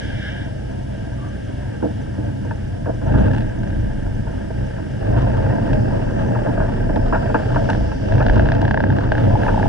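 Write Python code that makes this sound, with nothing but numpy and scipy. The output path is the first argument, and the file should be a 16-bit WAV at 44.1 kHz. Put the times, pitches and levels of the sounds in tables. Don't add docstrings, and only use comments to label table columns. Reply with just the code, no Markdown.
import sys
import numpy as np
from scipy import signal
from scipy.fft import rfft, irfft
from scipy.io import wavfile
from scipy.ndimage import uniform_filter1d

SR = 44100
rng = np.random.default_rng(int(sys.argv[2]) if len(sys.argv) > 2 else 0)


def persist_wave(psi):
    counts = np.round(np.clip(psi, -1, 1) * 32767).astype(np.int16)
    wavfile.write(sys.argv[1], SR, np.atleast_2d(counts).T)


N = 426888
TIME = np.arange(N) / SR


def undb(db):
    return 10 ** (np.asarray(db) / 20)


def unit(x):
    return x / np.sqrt(np.mean(x ** 2))


def peak(x, db):
    return x * undb(db) / np.abs(x).max()


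def curve(table):
    return np.interp(TIME, *np.transpose(table))


def noise():
    return rng.standard_normal(N)


def walk(rate):
    size = int(SR / rate)
    steps = np.repeat(rng.standard_normal(N // size + 1), size)[:N]
    return 1.2 * uniform_filter1d(steps, size)


def waver(x, share, rate):
    at = np.arange(N)
    return np.interp(at + share * SR / rate * walk(rate), at, x)


def colour(x, points):
    hz, db = np.transpose(points)
    gain_db = np.interp(np.log(np.fft.rfftfreq(N, 1 / SR) + 1), np.log(hz), db)
    return irfft(rfft(x) * undb(gain_db), N)


def lowpass(x, hz, order):
    return signal.sosfilt(signal.butter(order, hz, fs=SR, output="sos"), x)


def band(x, hz, width_hz):
    b, a = signal.iirpeak(hz, hz / width_hz, fs=SR)
    return signal.lfilter(b, a, signal.lfilter(b, a, x))


def ring(x, modes):
    return sum((-1) ** k * undb(db) * band(x, hz, width) for k, (hz, width, db) in enumerate(modes))


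def add(track, s, sound):
    start = int(s * SR)
    track[start:start + len(sound)] += sound[:N - start]


def burst(decay_s, rise_s=0.00023):
    t = TIME[:SR // 4]
    return rng.standard_normal(len(t)) * (1 - np.exp(-t / rise_s)) * np.exp(-t / decay_s)


def pulses(cycles, scatter_db, weak_db):
    at = np.flatnonzero(np.diff(np.floor(cycles)))
    size_db = scatter_db * rng.standard_normal(600)[:len(at)] + weak_db * (np.arange(len(at)) % 2)
    out = np.zeros(N)
    out[at] = undb(size_db)
    return out


# time in seconds, crank speed in Hz (one firing a turn).
REVS = [(0, 22.02), (.8, 21.42), (2.2, 21.59), (2.6, 22.58), (3.0, 22.84), (3.11, 27.2), (3.22, 31.65),
        (3.44, 37.5), (3.67, 32.91), (3.95, 24.84), (4.15, 22.9), (4.33, 29.3), (4.55, 30.06),
        (4.76, 32.53), (4.98, 24.81), (5.25, 29.21), (5.52, 32.94), (5.8, 39.86), (6.03, 42.4),
        (6.43, 38.6), (6.75, 33.85), (6.95, 29.5), (7.7, 32.14), (8.08, 24.32), (8.3, 28.5), (8.5, 31.46),
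        (8.68, 33.03), (8.9, 32.78), (9.1, 31.12), (9.3, 32.42), (9.68, 38.07)]
def crank():
    hz = curve(REVS)
    return np.cumsum(hz * (1 + .008 * walk(14))) / SR, hz


def by_load(hz, at_idle, at_load):
    return np.interp(hz, [20.9, 29.1], [at_idle, at_load])


# time in seconds, dB over idle.
EFFORT = [(0, -0.5), (.85, -1.5), (1.15, -0.2), (1.7, -1), (2.2, 2.5), (3.01, 1), (3.12, 9.5), (3.27, 10.5),
          (3.4, 5), (3.55, 2), (4.98, 0.5), (5.1, 8), (5.45, 6.5), (5.7, 5.5), (6.9, 2.5), (8.0, 3),
          (8.12, 8.5), (8.55, 10), (8.76, 7.5), (8.92, 10.5), (9.3, 8), (9.68, 6.5)]
# time in seconds, dB over standing still.
RIDE = [(0, 3), (2.98, 0), (3.06, 3.5), (3.3, 2.5), (3.5, -1), (4.95, 2), (5.04, 6), (5.16, 5), (5.9, 6.5),
        (6.6, 6.5), (7.72, 9.5), (7.87, 5), (8.25, 7), (8.95, 2), (9.68, 10)]
def shaking():
    effort_db, ride_db = curve(EFFORT), curve(RIDE)
    boom_db = -26.5 + effort_db
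    panel_db = -42.5 + 0.76 * effort_db + ride_db
    housing_db = -49 + 0.36 * effort_db + 0.31 * ride_db
    return boom_db, panel_db, housing_db


# pitch in Hz, width in Hz, gain in dB.
BOOM_MODES = [(46.3, 6.6, -13), (56.7, 13.5, 0), (96.4, 23.2, 1), (124.2, 30.5, 0)]
# pitch in Hz, width in Hz, gain in dB.
SHELL_MODES = [(112.4, 36.6, 9.5), (156.8, 41, -2.5), (202.8, 45, 4), (262.7, 45, -3), (308.4, 46.5, -1),
               (385.8, 27.3, -11)]
def engine(turns, hz, boom_db):
    firings = unit(pulses(turns, scatter_db=1.5, weak_db=-2.5) / np.sqrt(hz))
    boom = unit(ring(firings + by_load(hz, 0.72, 0.75) * noise(), BOOM_MODES))
    rough = by_load(hz, 1.0, 2.67)
    shell = unit(ring((firings + rough * noise()) / np.hypot(1, rough), SHELL_MODES))
    shell_db = -5.5 + 0.15 * (hz - hz.min())
    return (boom * undb(-3.0) + shell * undb(shell_db)) * undb(boom_db)


# multiple of the crank speed, gain in dB.
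HUM_PARTIALS = [(2, -2.5), (3, -14.5), (4, -8.5), (6, -7)]
def hum(turns, hz, boom_db, pull_db=3.5, cruise_db=-7.0, pull_hz_per_s=9.2):
    tones = sum(undb(db + 2.0 * walk(7.5)) * np.sin(2 * np.pi * multiple * turns)
                for multiple, db in HUM_PARTIALS)
    pull = uniform_filter1d(np.clip(np.gradient(hz) * SR / pull_hz_per_s, 0, 1), SR // 8)
    return ring(tones, BOOM_MODES) * undb(boom_db + 1.0 + pull_db * pull + by_load(hz, 0, cruise_db))


# pitch in Hz, width in Hz, gain in dB.
PANEL_MODES = [(372.3, 32, 0.5), (477.3, 99, 3), (555.5, 25.7, 5), (643.7, 104, 4.5), (851, 92, -2.5),
               (947, 87, -5.5)]
# pitch in Hz, width in Hz, gain in dB.
HOUSING_MODES = [(1335, 540, -6), (1593, 125, 8), (1748, 297, 0.5), (2050, 2000, -20.5), (2970, 940, -14.5)]
def clatter(turns, hz, panel_db, housing_db, fade_turns=0.91, grain_db=-0.5):
    load = np.clip((hz - 21) / 10, .15, 1)
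    kick = np.exp(-(turns % 1) / fade_turns)
    shake = (1 - .55 * load + 1.5 * load * kick) * undb(1.3 * walk(30))
    on_panels, on_housing = (noise() * undb(grain_db * load * walk(400)) * shake for _ in range(2))
    panels = unit(waver(ring(on_panels, PANEL_MODES), share=0.02478, rate=5.0))
    housing = unit(ring(on_housing, HOUSING_MODES))
    return panels * undb(panel_db + 0.5) + housing * undb(housing_db + 3.0)


def scuffs(panel_db, per_s=24, scatter_db=2.5, decay_s=0.016, loose_db=-34):
    when, strength = rng.random((round(per_s * N / SR), 2)).T
    jolts = np.zeros(N)
    jolts[(when * N).astype(int)] = undb(scatter_db * np.minimum(-np.log(1 - strength), 3))
    force = signal.lfilter([1], [1, -np.exp(-1 / (decay_s * SR))], jolts)
    modes = [(441, 155, 8.0), (1060, 1530, -3.0), (1670, 520, 3.0), (2770, 490, -13.0)]
    level_db = panel_db - 10.5 + np.minimum(panel_db - loose_db, 0)
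    return unit(ring(force * noise(), modes)) * undb(level_db)


# time in seconds, level in dB.
SWAY_LEVEL = [(0, -41), (2.3, -48), (2.9, -39), (3.2, -33), (3.55, -28), (4.1, -29), (4.5, -38),
              (4.9, -33.5), (5.45, -26.5), (5.9, -24.5), (6.2, -28), (6.55, -25.5), (6.9, -22.5),
              (7.15, -24.5), (7.65, -27), (8.0, -32.5), (8.3, -16.5), (8.65, -29.5), (8.95, -35),
              (9.3, -23.5), (9.68, -21)]
def chassis(turns, ground=0.78, tremble_db=-45):
    rocking = band(np.sin(2 * np.pi * turns), hz=31.8, width_hz=22)
    jostle = unit(band(noise(), hz=32.2, width_hz=12.6))
    sway = unit(rocking + ground * jostle) * undb(curve(SWAY_LEVEL) - 0.5)
    return sway + jostle * undb(tremble_db)


def scrape(end_s=0.42, fade_s=0.055):
    rise = np.minimum(0.52 + TIME / 0.42, 1)
    fall = 1 / (1 + np.exp(np.minimum((TIME - end_s) / fade_s, 50)))
    modes = [(1630, 186, 11.0), (2070, 360, -6.5), (2320, 50, -1.5),
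             (3100, 560, -5.5), (3750, 300, -17), (5270, 480, -15.5)]
    return undb(-36.5 + 2.4 * walk(12.7)) * rise * fall * unit(ring(noise(), modes))


# time in seconds, gain in dB.
COASTING_GAIN = [(6.2, 1.5), (6.7, -3), (7.5, -0.5), (7.75, 5), (8.1, 0)]
def frame(turns, hz, lurch_db):
    boom_db, panel_db, housing_db = shaking()
    coast_db = curve(COASTING_GAIN)
    motor = engine(turns, hz, boom_db) + hum(turns, hz, boom_db + coast_db)
    loose = clatter(turns, hz, panel_db + lurch_db / 2, housing_db) + scuffs(panel_db)
    return motor * undb(lurch_db + coast_db) + loose + chassis(turns) + scrape()


def drone(pitch_hz=60.0):
    level_db = np.interp(TIME, [0, 2.8, 4], [-34, -33, -46])
    return np.sin(2 * np.pi * pitch_hz * TIME) * undb(level_db)


def tappet(rate_hz=8.1, pitch_hz=6030, pip_s=0.016, level_db=-71.0, gone_s=7.1):
    strikes = pulses(TIME * rate_hz + .22 * walk(5), scatter_db=3.2, weak_db=-1)
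    swell = signal.fftconvolve(strikes, np.hanning(int(pip_s * SR)), "same")
    pips = swell * np.sin(2 * np.pi * np.cumsum(pitch_hz + 30 * walk(54)) / SR)
    return unit(pips) * undb(level_db) * np.clip((gone_s - TIME) / 2, 0, 1)


# frequency in Hz, gain in dB.
HISS_EQ = [(1290, -34), (2200, 8), (2400, 0.5), (2600, -0.5), (2800, 10), (3690, 2), (5210, -17),
           (6040, -4), (6590, -9.5), (7490, -19), (8230, -17.5), (10500, -10.5), (11000, -60), (14300, -76),
           (22000, -120)]
# time in seconds, level in dB.
HISS_LEVEL = [(0, -50), (.5, -54), (4.4, -55), (6.9, -57), (7.7, -49.5), (8.2, -51.5), (8.85, -55.5),
              (9.55, -47)]
# centre in Hz, width in Hz, gain in dB.
SWISH_BANDS = [(4620, 630, -7), (5180, 750, -3), (5760, 590, -9.5), (7400, 1400, -13)]
# time in seconds, level in dB.
SHEEN_LEVEL = [(4.5, -63.5), (6.5, -62.5), (7.6, -63.5), (8.8, -71), (9.6, -64)]
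def air():
    hiss_db = curve(HISS_LEVEL)
    hiss = unit(colour(noise(), HISS_EQ)) * undb(hiss_db - 1.5 + 1.35 * walk(8.6))
    swish_db = np.interp(TIME, [4, 6, 7.7, 8.5, 9.6], [-6.0, -1, -3, -5.0, -7])
    swish = sum(unit(band(noise(), hz, width)) * undb(db + 0.6 * walk(3.2))
                for hz, width, db in SWISH_BANDS)
    slides = sliding_bands()
    sheen = unit(band(noise(), hz=7900, width_hz=7000)) * undb(curve(SHEEN_LEVEL))
    return hiss + swish * undb(hiss_db + swish_db) + slides + sheen


# time in seconds, level in dB.
BUFFET_LEVEL = [(0, -43), (4.95, -44), (5.3, -32.5), (6.2, -24.5), (7.2, -26), (8.0, -32.5), (8.4, -27),
                (9.2, -31), (9.6, -20.5)]
# pitch in Hz, width in Hz, gain in dB.
BUFFET_MODES = [(74, 31, -2), (110.2, 52, 0.5), (218, 110, -5), (390, 135, -19)]
def buffeting(gust_db=1.8, gust_hz=14.0, apart=0.61):
    gusts = [noise() * undb(gust_db * walk(gust_hz)) for _ in range(3)]
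    shared, left, right = (unit(ring(gust, BUFFET_MODES)) for gust in gusts)
    return (shared + apart * np.array([left, right])) * undb(curve(BUFFET_LEVEL) + 0.5)


# start in seconds, pitch in Hz, peak in dB, length in seconds.
CREAKS = [(1.12, 1170, -40, 0.23), (5.328, 900, -28.5, 0.086), (5.47, 1850, -33, 0.067),
          (5.661, 1813, -33, 0.081)]
def creaks(width_hz=120.0):
    out = np.zeros(N)
    for s, hz, db, length_s in CREAKS:
        size = int(length_s * SR)
        rub = np.hanning(size) * noise()[:size]
        add(out, s, peak(band(rub, hz, width_hz), db))
    return out


# start in seconds, ring peak in dB, hardness from 0 to 1, decay in seconds.
BODYWORK_KNOCKS = [(1.822, -16.5, 0.03, 0.033), (2.179, -29, 0, 0.038), (2.446, -27.5, 0.15, 0.015),
                   (2.508, -22, 1, 0.0072), (2.857, -20.5, 0.37, 0.031), (2.891, -19, 0.14, 0.0064),
                   (3.014, -29.5, 0.54, 0.017), (3.062, -25, 0.55, 0.13), (3.135, -17, 0.45, 0.092),
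                   (4.059, -28, 0.54, 0.03), (4.265, -27.5, 0.67, 0.028), (4.325, -32, 0.68, .01),
                   (4.502, -24, 0.36, 0.0048), (4.78, -30, 0.71, 0.016), (5.162, -22.5, 0.66, 0.019),
                   (5.459, -29, 0.95, 0.012), (6.35, -21, 1, 0.011), (6.457, -17, 0.39, 0.029),
                   (6.574, -18.5, 0.68, 0.0081), (6.599, -16.5, 0.56, 0.024), (6.89, -18, 0.31, 0.02),
                   (6.959, -17.5, 0.35, 0.014), (7.124, -11, 0.74, 0.016), (7.144, -14.5, 1, 0.02),
                   (7.297, -18, .6, .012), (7.343, -7.5, 0.81, 0.01), (7.393, -22.5, 0.85, 0.015),
                   (7.503, -21, 0.6, 0.0037), (7.558, -12.5, 0.76, 0.012), (7.687, -16.5, 0.9, 0.02),
                   (7.916, -26.5, 1, 0.0055), (8.203, -14, 0.75, 0.011), (8.363, -15, 0.5, 0.0062),
                   (9.479, -12, 0.72, 0.013)]
# pitch in Hz, width in Hz, gain in dB.
KNOCK_MODES = [(477, 102, 1), (641.5, 100, 8), (785, 150, -7), (894, 144, 5), (1194, 350, -21)]
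def knocks():
    out = np.zeros(N)
    for s, db, hardness, decay_s in BODYWORK_KNOCKS:
        blow = burst(decay_s)
        thud_db = np.interp(hardness, [0, 1], [2.5, -12.5])
        clank_db = np.interp(hardness, [0, 1], [-19.5, -3.5])
        tilt_db = 1.6 * (clank_db + 8.5)
        modes = [(hz, width, gain + tilt_db * np.log2(hz / 700)) for hz, width, gain in KNOCK_MODES]
        bodywork = peak(ring(blow, modes), db)
        thud = peak(ring(blow, [(174, 75, -8), (300.7, 57, -1)]), db + thud_db)
        clank = peak(ring(blow, [(1437, 483, 2.1), (1680, 255, 5.9)]), db + clank_db)
        add(out, s, bodywork + thud + clank)
    return lowpass(out, 1800, order=6) + undb(14.5) * band(out, hz=2640, width_hz=700)


def chatter(turns, full_db=-40.0, loose_db=-43.5, steepness=4.7):
    _, _, housing_db = shaking()
    taps = pulses(2 * turns + .15 * walk(40), scatter_db=2.8, weak_db=-4)
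    modes = [(850, 810, -5.5), (1530, 350, -0.5), (2644, 190, -8.0), (4760, 540, -21.5)]
    dull = lowpass(ring(taps, modes), 5000, order=4)
    return unit(dull) * undb(full_db + steepness * np.minimum(housing_db - loose_db, 0))


# start in seconds, knock peak in dB, treble snap in dB against the knock.
MOUNT_CLACKS = [(3.313, -26.5, -14), (3.3344, -26, -9), (3.3473, -27.5, -9), (3.363, -29, -9),
                (3.375, -28, -10.5), (3.382, -26.5, -8), (3.406, -29.5, -8.5), (3.421, -32, -9),
                (3.633, -29, -11), (3.674, -32, -10), (3.703, -30.5, -9.5), (5.7318, -22.5, -7.5),
                (6.9594, -22.5, -11), (7.7007, -17, -6.5), (7.731, -19, -15), (7.749, -22.5, -20),
                (8.1217, -20.5, -14), (8.138, -29, -10), (8.181, -24, -11), (8.2258, -21, -12),
                (8.2643, -16.5, -11), (8.2834, -20, -12), (8.2972, -13.5, -17), (8.3342, -28, -7),
                (8.3576, -23, -11), (8.379, -24, -11), (8.395, -14, -17.5), (8.4575, -23, -11),
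                (8.4872, -17, -15), (8.5188, -16, -12), (8.55, -27, -8.5), (8.616, -22.5, -8),
                (8.6515, -18.5, -12), (8.6793, -20, -13), (8.71, -13, -17.5), (8.743, -13.5, -20),
                (8.7744, -13.5, -23), (8.8035, -14.5, -19), (8.8385, -14.5, -27), (8.9024, -18.5, -18),
                (8.925, -24.5, -18), (8.9852, -19, -15), (9.1188, -11.5, -17), (9.1517, -20, -15),
                (9.18, -18, -15), (9.4335, -19.5, -14), (9.4646, -19.5, -23), (9.6287, -16.5, -30)]
def clacks(grit_s=0.0044, grit=0.24, detune=0.02, click_s=0.0004):
    out = np.zeros(N)
    for s, db, treble_db in MOUNT_CLACKS:
        grains = grit * burst(grit_s)
        contact = signal.unit_impulse(len(grains))
        note = 1 + detune * np.clip(rng.standard_normal(), -2, 2)
        knock = peak(band(contact + 0.051 * grains, 1620 * note, width_hz=265), db)
        balance_db = 2.0 * np.clip(rng.standard_normal(), -2, 2)
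        hollow_modes = [(640 * note, 150, balance_db), (860 * note, 200, -balance_db)]
        hollow = peak(ring(contact + 0.17 * grains, hollow_modes), db - 0.5)
        snap = peak(ring(contact + grains, [(2710, 630, 4.5), (4500, 5800, -8.5)]), db + treble_db)
        click_db = db + treble_db - 5.5 + 3 * min(treble_db + 8, 0)
        click = peak(band(burst(click_s), hz=4400, width_hz=5000), click_db)
        cutoff_hz = np.interp(treble_db, [-10, 0], [4800, 7200])
        add(out, s, lowpass(knock + hollow + snap, cutoff_hz, order=4) + click)
    return out


def glide(length_s, first_hz, last_hz, width_hz):
    size = int(length_s * SR)
    flutter = unit(lowpass(noise(), width_hz / 2, order=2))[:size]
    phase = 2 * np.pi * np.cumsum(np.linspace(first_hz, last_hz, size)) / SR
    return np.hanning(size) * flutter * np.sqrt(2) * np.sin(phase)


# start and length in seconds, first and last pitch in Hz, level in dB.
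SLIDES = [(5.302, 0.96, 4850, 5200, -65), (5.352, 0.85, 4450, 4500, -66), (5.847, .75, 6200, 5730, -63),
          (6.548, 1, 5250, 5020, -61), (6.953, .75, 4940, 4520, -61), (6.7, 1.19, 7002, 7850, -68),
          (7.296, 1.3, 5750, 5900, -64)]
def sliding_bands(width_hz=340.0):
    out = np.zeros(N)
    for s, length_s, first_hz, last_hz, db in SLIDES:
        add(out, s, glide(length_s, first_hz, last_hz, width_hz) * undb(db))
    return out


def groan(start_s=6.6, level_db=-29.0):
    out = np.zeros(N)
    note = glide(length_s=1.0, first_hz=265.0, last_hz=189.3, width_hz=40.0)
    add(out, start_s, note * undb(level_db))
    return out


# start in seconds, peak in dB.
RATTLES = [(8.625, -16.5), (9.352, -14.5), (9.466, -16), (9.521, -20), (9.541, -15.5), (9.572, -12.5),
           (9.595, -15.5), (9.654, -13)]
def rattles(buzz_s=0.003):
    out = np.zeros(N)
    for s, db in RATTLES:
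        add(out, s, peak(ring(burst(buzz_s), [(860, 100, 7.5), (700, 150, -6.0)]), db))
    return out


# frequency in Hz, side gain in dB.
FLEX_EQ = [(60, -10), (115, -12.5), (190, -1), (340, 3), (600, 8.5), (900, -1), (1150, 5), (1650, -13.5),
           (2300, 6), (3200, 4.5), (5500, 1), (10700, -23)]
def two_ports(along, across, direct=0.64, diffuse=0.66):
    side = colour(signal.hilbert(direct * along + diffuse * across).imag, FLEX_EQ)
    side += ring(along, [(1100, 700, -20), (330, 470, -6.0)])
    return np.array([along + side, along - side])


def scene():
    turns, hz = crank()
    lurch_db = 1.5 * walk(9) * by_load(hz, .3, 1)
    along = frame(turns, hz, lurch_db) + knocks() + rattles() + creaks() + clacks()
    along += chatter(turns) + drone() + tappet() + groan()
    across = frame(turns + 1 / 4, hz, lurch_db) + undb(-10.0) * knocks()
    shaken = two_ports(along, across) + buffeting()
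    air_mid, air_side = air(), undb(-3.0) * air()
    return shaken + np.array([air_mid + air_side, air_mid - air_side])


def record(dry, bass_hz=12, ceiling=.95, top_hz=11100):
    trimmed = signal.sosfilt(signal.butter(2, bass_hz, "high", fs=SR, output="sos"), dry)
    rounded = trimmed / (1 + (trimmed / ceiling) ** 8) ** (1 / 8)
    return signal.sosfilt(signal.ellip(10, .2, 80, top_hz, fs=SR, output="sos"), rounded)


dry = scene()
out = record(dry)
persist_wave(out)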